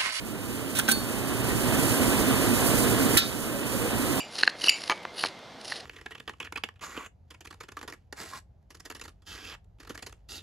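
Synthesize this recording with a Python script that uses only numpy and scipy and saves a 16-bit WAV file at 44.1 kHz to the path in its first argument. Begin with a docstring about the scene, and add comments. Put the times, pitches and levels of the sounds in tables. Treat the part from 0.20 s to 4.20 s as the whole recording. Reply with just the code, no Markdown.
"""Steel vent flap and workshop blower.

A hand works the round steel vent flap of a big drum while a blower hums and hisses steadily.
The flap scrapes and rattles open; about two seconds later one hard clack shuts it and leaves it ringing.
Automatic gain control ducks at the clacks, so the blower sinks and swells back slowly."""
import sys
import numpy as np
from scipy import signal
from scipy.fft import rfft, irfft
from scipy.io import wavfile

SR = 44100
rng = np.random.default_rng(int(sys.argv[2]) if len(sys.argv) > 2 else 0)


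def store_pcm(level_fs):
    """Save levels as 16-bit WAV."""
    pcm = np.round(np.clip(level_fs, -1, 1) * 32767).astype(np.int16)
    wavfile.write(sys.argv[1], SR, np.atleast_2d(pcm).T)


N = 176400
T = np.arange(N) / SR
HZ = np.maximum(np.fft.rfftfreq(N, 1 / SR), 1)

# Coherence of the two microphone ports. Each row: frequency in Hz, left-right likeness from 0 to 1.
LIKENESS = [(60, 0.62), (250, 0.9), (550, 0.66), (900, .92), (1400, 0.98), (1700, .62), (2050, 0.52),
            (2520, 0.99), (2780, 0.97), (3280, 0.3), (3750, 0.93), (4080, 0.94), (4400, 0.38), (5000, 0.8),
            (5400, 0.72), (6000, 0.55), (14000, 0.53)]
FLAP_LIKENESS = 0.78


def flap_opens():
    """Each touch on the seat wakes a damped knock, clank and tick in the held plate; let go, it rings."""
    # Each row: start in seconds, length in seconds, knock in dB, clank in dB, tick in dB.
    touches = [ (0.552, 0.012, -38, -23.5, -22), (0.567, 0.022, -45, -20.5, -21),
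               (0.588, 0.0034, -28, -18, -8), (0.591, 0.003, -12.5, -24, -26),
               (0.597, 0.002, -30, -15, -18), (0.6795, 0.0037, -24, -19.5, -28),
               (0.6868, 0.0052, -15, -16, -12.5), (0.695, 0.013, -26, -19, -19.5),
               (0.7125, 0.0034, -39, -15.5, -13), (0.7172, .002, -37, -23, -6)]
    # Held plate. Each row: frequency in Hz, relative density in dB.
    held_spectrum = [(100, -20), (240, -9), (450, -21), (1150, -14), (1500, 10), (1900, -12), (2900, -13),
                     (3600, -12), (4800, -19), (5500, -15), (6200, -12.5), (7300, -19), (8200, -4.5),
                     (8600, -23), (9100, -3), (9600, -16), (10300, -14.1), (11000, -5.5), (12000, -17),
                     (15500, -14)]
    # Free plate. Each row: frequency in Hz, relative level in dB, T60 in seconds.
    open_modes = [(232, -5, .15), (795, -13.5, .11), (1335, -16, .08), (1546, -1.5, .09), (2520, -11, .08),
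                  (3676.5, -11, .4), (4430.5, 2, .31), (4753, -13, .12), (6200, -4, .04), (9155, 1.5, .045),
                  (12610, -6, .09)]
    # Knocks that ring it. Each row: start in seconds, gain in dB, contact cutoff in Hz.
    strikes = [(.591, -20, 1600), (0.686, -7, 1750), (0.7135, -28, 12000), (0.7195, -17, 14000)]
    knock_top_hz, clank_top_hz = 2240, 5600
    tail_db, tail_t60_s = -18, 0.26
    colour = from_db(over_hz(held_spectrum))
    grain = chatter(rough_db=1.5)
    bands = [(below(knock_top_hz), 0.045, 1),
             (above(knock_top_hz) * below(clank_top_hz), 0.045, grain),
             (above(clank_top_hz), 0.035, grain)]
    rattle = 0
    for k, (band, t60_s, roughness) in enumerate(bands):
        power = 0
        for start_s, length_s, *band_db in touches:
            contact = burst(start_s, length_s, t60_s)
            tail = from_db(tail_db) * burst(start_s, length_s, tail_t60_s)
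            power += from_db(band_db[k]) ** 2 * (contact ** 2 + tail ** 2)
        rattle += np.sqrt(power) * noise(colour * band, FLAP_LIKENESS) * roughness
    ringing = sum(from_db(db) * ring(open_modes, start_s, top_hz) for start_s, db, top_hz in strikes)
    return rattle + ringing


def ring(modes, start_s, top_hz):
    """Struck modes die away; a soft contact hardly wakes those above top_hz."""
    tone = 0
    for hz, db, t60_s in modes:
        gain = from_db(db) / np.sqrt(1 + (hz / top_hz) ** 6)
        envelope = burst(start_s, 0, t60_s, rise_s=0.0011)
        tone += gain * envelope * np.sin(2 * np.pi * (hz * T + rng.random()))
    return at_ports(tone)


def flap_shuts():
    """A dull graze on the seat, a hard chatter, then the drum's dense ring and the flap's unsteady modes."""
    # Clack. Each row: frequency in Hz, relative density in dB.
    clack_spectrum = [(100, -24), (300, -34), (900, -36), (1650, -3), (2100, -9), (2350, -4), (2540, 0),
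                      (2740, -20), (2950, -3), (3250, -3.5), (3850, -2), (4700, -3.5), (6700, -10),
                      (8200, -5), (8600, -12), (9050, -2), (9800, -16), (10700, -8), (11250, 4.5),
                      (12200, -14), (13100, -5), (13600, -23), (13950, -11), (14650, -18), (15500, -8)]
    # Shut plate. Each row: frequency in Hz, relative level in dB, T60 in seconds.
    shut_modes = [(1362, -23.5, .35), (2590, -15, .16), (2961, -15, .16), (3397, -29, .35),
                  (3636, -23, .24), (3764, -21, .33), (3794, -24, .28), (3973, -25, .28), (4006, -25, .3),
                  (4056, -26, .28), (4315, -26, .33), (4694, -25, .33), (5044, -28, .3), (5469, -27, .22),
                  (5696, -25, .25), (6309, -32, .3), (8200, -11, .05), (9050, -10, .05), (11050, -9, .07),
                  (11380, -6.5, .065), (13010, -8.5, .075)]
    shut_s, graze_s, hold_s, rise_s = 2.9705, 0.002, 0.0099, 0.008
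    graze_db, clack_db, drum_db, modes_db = -19, -2.5, -14, -0.5
    contact_t60_s, drum_t60_s = 0.065, 0.35
    colour = from_db(over_hz(clack_spectrum))
    likeness = over_hz(LIKENESS)
    graze = from_db(graze_db) * burst(shut_s - graze_s, graze_s, contact_t60_s)
    graze = graze * noise(colour * below(hz=2900), FLAP_LIKENESS)
    clack = from_db(clack_db) * burst(shut_s, hold_s, contact_t60_s, rise_s)
    clack = clack * chatter(rough_db=3.0) * noise(colour, likeness)
    drum = from_db(drum_db) * burst(shut_s, 0, drum_t60_s, rise_s)
    drum = drum * noise(colour * below(hz=6200), likeness)
    modes = 0
    for hz, db, t60_s in shut_modes:
        modes += from_db(db) * burst(shut_s, 0, t60_s, rise_s) * wavering(hz, depth=0.22, rate_hz=20)
    return graze + clack + drum + from_db(modes_db) * at_ports(modes)


def chatter(rough_db):
    """Gain of the tiny uneven contacts within a clack."""
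    return rms_one(from_db(rough_db * drift(rate_hz=390)))


def pivot_rub():
    """The pivot rubs faintly in one narrow resonance as the flap swings aside."""
    centre_hz, half_width_hz, level_db = 1846, 66, -30.5
    resonance = 1 / (1 + ((HZ - centre_hz) / half_width_hz) ** 2)
    envelope = burst(start_s=1.285, hold_s=0.022, t60_s=0.14, rise_s=0.01)
    return from_db(level_db) * envelope * noise(resonance, FLAP_LIKENESS)


def blower_air():
    """Moving air: a low roar, a midrange rush and a treble hiss, each swelling and fluttering."""
    # Each row: frequency in Hz, relative density in dB.
    air_spectrum = [(20, -14.2), (42, -7.4), (90, -7), (120, -1.5), (160, -7.8), (225, -0.8), (290, -0.9),
                    (400, -6.3), (600, -10.5), (830, -15), (1000, -13.7), (1450, -15.7), (2000, -17.8),
                    (2320, -21), (2550, -14.3), (2780, -19.3), (3000, -16.3), (3200, -20.7), (4150, -23.8),
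                    (4600, -21.6), (5300, -24.8), (7000, -22.6), (9500, -19.7), (12500, -22.2),
                    (15500, -29.5)]
    # Band swells. Each row: time in seconds, gain in dB.
    roar_swell = [(0, 0.5), (.35, 1.5), (.9, -2), (1.12, -1.5), (1.25, 0), (1.65, 0), (2.3, -1), (2.95, 1),
                  (3.1, -1.5), (4, -1.5)]
    rush_swell = [(0, 0), (.5, 0.5), (.9, -1), (1.5, 0), (2.9, 0), (3.35, -1.5), (3.65, -.5), (4, -1)]
    hiss_swell = [(0, -3.5), (.5, 0), (1.0, -2.5), (1.5, -1), (1.66, 0.5), (1.88, -1.5), (2.3, -0.5),
                  (2.55, 1.5), (2.77, -1), (2.95, -0.5), (3.26, -0.5), (3.37, -4.5), (3.58, -0.5),
                  (3.76, -4), (3.88, -1), (4, -5)]
    roar_top_hz, rush_top_hz, level_db = 406, 4300, -22.5
    air = rfft(noise(from_db(over_hz(air_spectrum)), over_hz(LIKENESS)))

    def layer(band, swell, flutter_db, rate_hz):
        return irfft(air * band ** 2, N) * from_db(over_time(swell) + flutter_db * drift(rate_hz))

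    roar = layer(below(roar_top_hz), roar_swell, flutter_db=1.0, rate_hz=28)
    rush = layer(above(roar_top_hz) * below(rush_top_hz), rush_swell, flutter_db=0.65, rate_hz=20)
    hiss = layer(above(rush_top_hz), hiss_swell, flutter_db=1.28, rate_hz=23)
    return from_db(level_db) * (roar + rush + hiss)


def motor_hum():
    """The blower motor's wavering tones swell, then fade."""
    # Each row: frequency in Hz, base level in dB.
    tones = [(42, -52), (64, -49), (120, -39), (239.7, -42), (270.5, -38), (629, -50)]
    # Each row: time in seconds, gain in dB.
    swell = [(0, -4), (1.5, 4), (2.0, 2), (2.9, -2), (3.3, -6), (4, -10)]
    hum = sum(from_db(db) * wavering(hz, depth=0.2, rate_hz=3.5) for hz, db in tones)
    return at_ports(hum * from_db(over_time(swell)))


def vent_hoots():
    """Faint airy tones, each sagging and lower than the last, as the hand closes in on the vent."""
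    # Each row: start in seconds, length in seconds, starting pitch in Hz, level in dB.
    hoots = [(3.3, .16, 575, -39), (3.52, .08, 540, -39), (3.59, .11, 485, -35)]
    sag_hz_per_s = 185
    tones = 0
    for start_s, length_s, hz, db in hoots:
        age_s = np.clip(T - start_s, 0, length_s)
        envelope = from_db(db) * np.sin(np.pi * age_s / length_s)
        tones += envelope * wavering(hz - sag_hz_per_s * age_s, depth=0.83, rate_hz=21)
    return at_ports(tones)


def ports():
    """Complex gain of the left and right microphone ports at every frequency."""
    # Each row: frequency in Hz, left phase lead in radians.
    lead = [(40, 2.23), (260, 1.25), (550, 0.49), (1500, -0.14), (2000, -2.04), (2450, -3.05),
            (2820, -3.22), (3250, -4.68), (3700, -6.18), (4100, -6.39), (4600, -8.29), (5000, -9.44),
            (5450, -9.55), (6200, -11.91), (10900, -21.98), (15000, -30.91)]
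    # Each row: frequency in Hz, left minus right in dB.
    balance = [(50, -6), (200, -6), (600, -2.5), (1300, -0.5), (3000, -1.7), (5000, -1.5), (7000, -7.5),
               (10000, -12.5), (14000, -13.5)]
    lead_rad = np.interp(HZ, *np.transpose(lead))
    left = from_db(over_hz(balance)) * np.exp(1j * lead_rad)
    return np.array([left, np.ones(len(HZ))]) / np.sqrt((1 + abs(left) ** 2) / 2)


def at_ports(x):
    """A mono sound as the two ports pick it up."""
    return irfft(rfft(x) * ports(), N)


def noise(colour, likeness):
    """Coloured, partly coherent noise at the two ports; rms 1."""
    mid, side = rfft(rng.standard_normal((2, N)))
    alike = np.clip(likeness, 0, 0.99)
    pair = np.sqrt(1 + alike) * mid + np.sqrt(1 - alike) * side * np.array([[1], [-1]])
    return rms_one(irfft(pair * colour * ports(), N))


def burst(start_s, hold_s, t60_s, rise_s=0.00045):
    """Envelope: linear rise, hold, exponential decay."""
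    age_s = T - start_s
    return np.clip(age_s / rise_s, 0, 1) * from_db(-60 * np.clip((age_s - hold_s) / t60_s, 0, 4))


def wavering(hz, depth, rate_hz):
    """A tone whose level and phase wander."""
    wander = 1 + depth * (drift(rate_hz) + 1j * drift(rate_hz))
    cycles = np.cumsum(hz * np.ones(N)) / SR
    return np.sqrt(2) * np.real(wander * np.exp(2j * np.pi * cycles))


def drift(rate_hz):
    """Random wander, mostly below rate_hz; rms 1."""
    return rms_one(irfft(rfft(rng.standard_normal(N)) / (1 + (HZ / rate_hz) ** 2), N))


def over_hz(points):
    """Rows of (Hz, value) interpolated over log frequency."""
    hz, value = np.transpose(points)
    return np.interp(np.log(HZ), np.log(np.maximum(hz, 1)), value)


def over_time(points):
    """Rows of (seconds, value) interpolated to every sample."""
    return np.interp(T, *np.transpose(points))


def below(hz):
    """Steep low-pass gain."""
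    return 1 / np.sqrt(1 + (HZ / hz) ** 12)


def above(hz):
    """High-pass gain, the power complement of below(hz)."""
    return np.sqrt(1 - below(hz) ** 2)


def from_db(db):
    """Decibels to gain."""
    return 10 ** (np.asarray(db) / 20)


def rms_one(x):
    """Scale to rms 1."""
    return x / np.sqrt(np.mean(x ** 2) + 1e-20)


def smooth(x, tau_s):
    """One-pole average."""
    pole = np.exp(-1 / (tau_s * SR))
    return signal.lfilter([1 - pole], [1, -pole], x)


def scene():
    """Blower and flap together, in stereo."""
    return blower_air() + motor_hum() + flap_opens() + pivot_rub() + flap_shuts() + vent_hoots()


def record(dry):
    """Gain control starts ducked, attacks fast and recovers slowly; then soft clipping and band limits."""
    threshold_db, start_duck_db, recover_db_per_s = -15, 14, 8
    sense_s, attack_s, look_ahead_s = 0.0075, 0.00085, 0.003
    low_cut_hz, high_cut_hz = 34, 15600
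    power = smooth(np.mean(dry ** 2, axis=0), sense_s)
    over_db = 10 * np.log10(power + 1e-12) - threshold_db
    # Peak hold that releases at a constant dB rate.
    recovery_db = recover_db_per_s * T
    held_db = np.maximum.accumulate(np.maximum(over_db + recovery_db, start_duck_db))
    duck_db = np.maximum(held_db - recovery_db, 0)
    duck_db = np.interp(T + look_ahead_s, T, duck_db)
    duck_db = start_duck_db + smooth(duck_db - start_duck_db, attack_s)
    rounded = np.tanh(dry * from_db(-duck_db))
    passband = above(low_cut_hz) / np.sqrt(1 + (HZ / high_cut_hz) ** 400)
    return irfft(rfft(rounded) * passband, N)


dry = scene()
out = record(dry)
store_pcm(out)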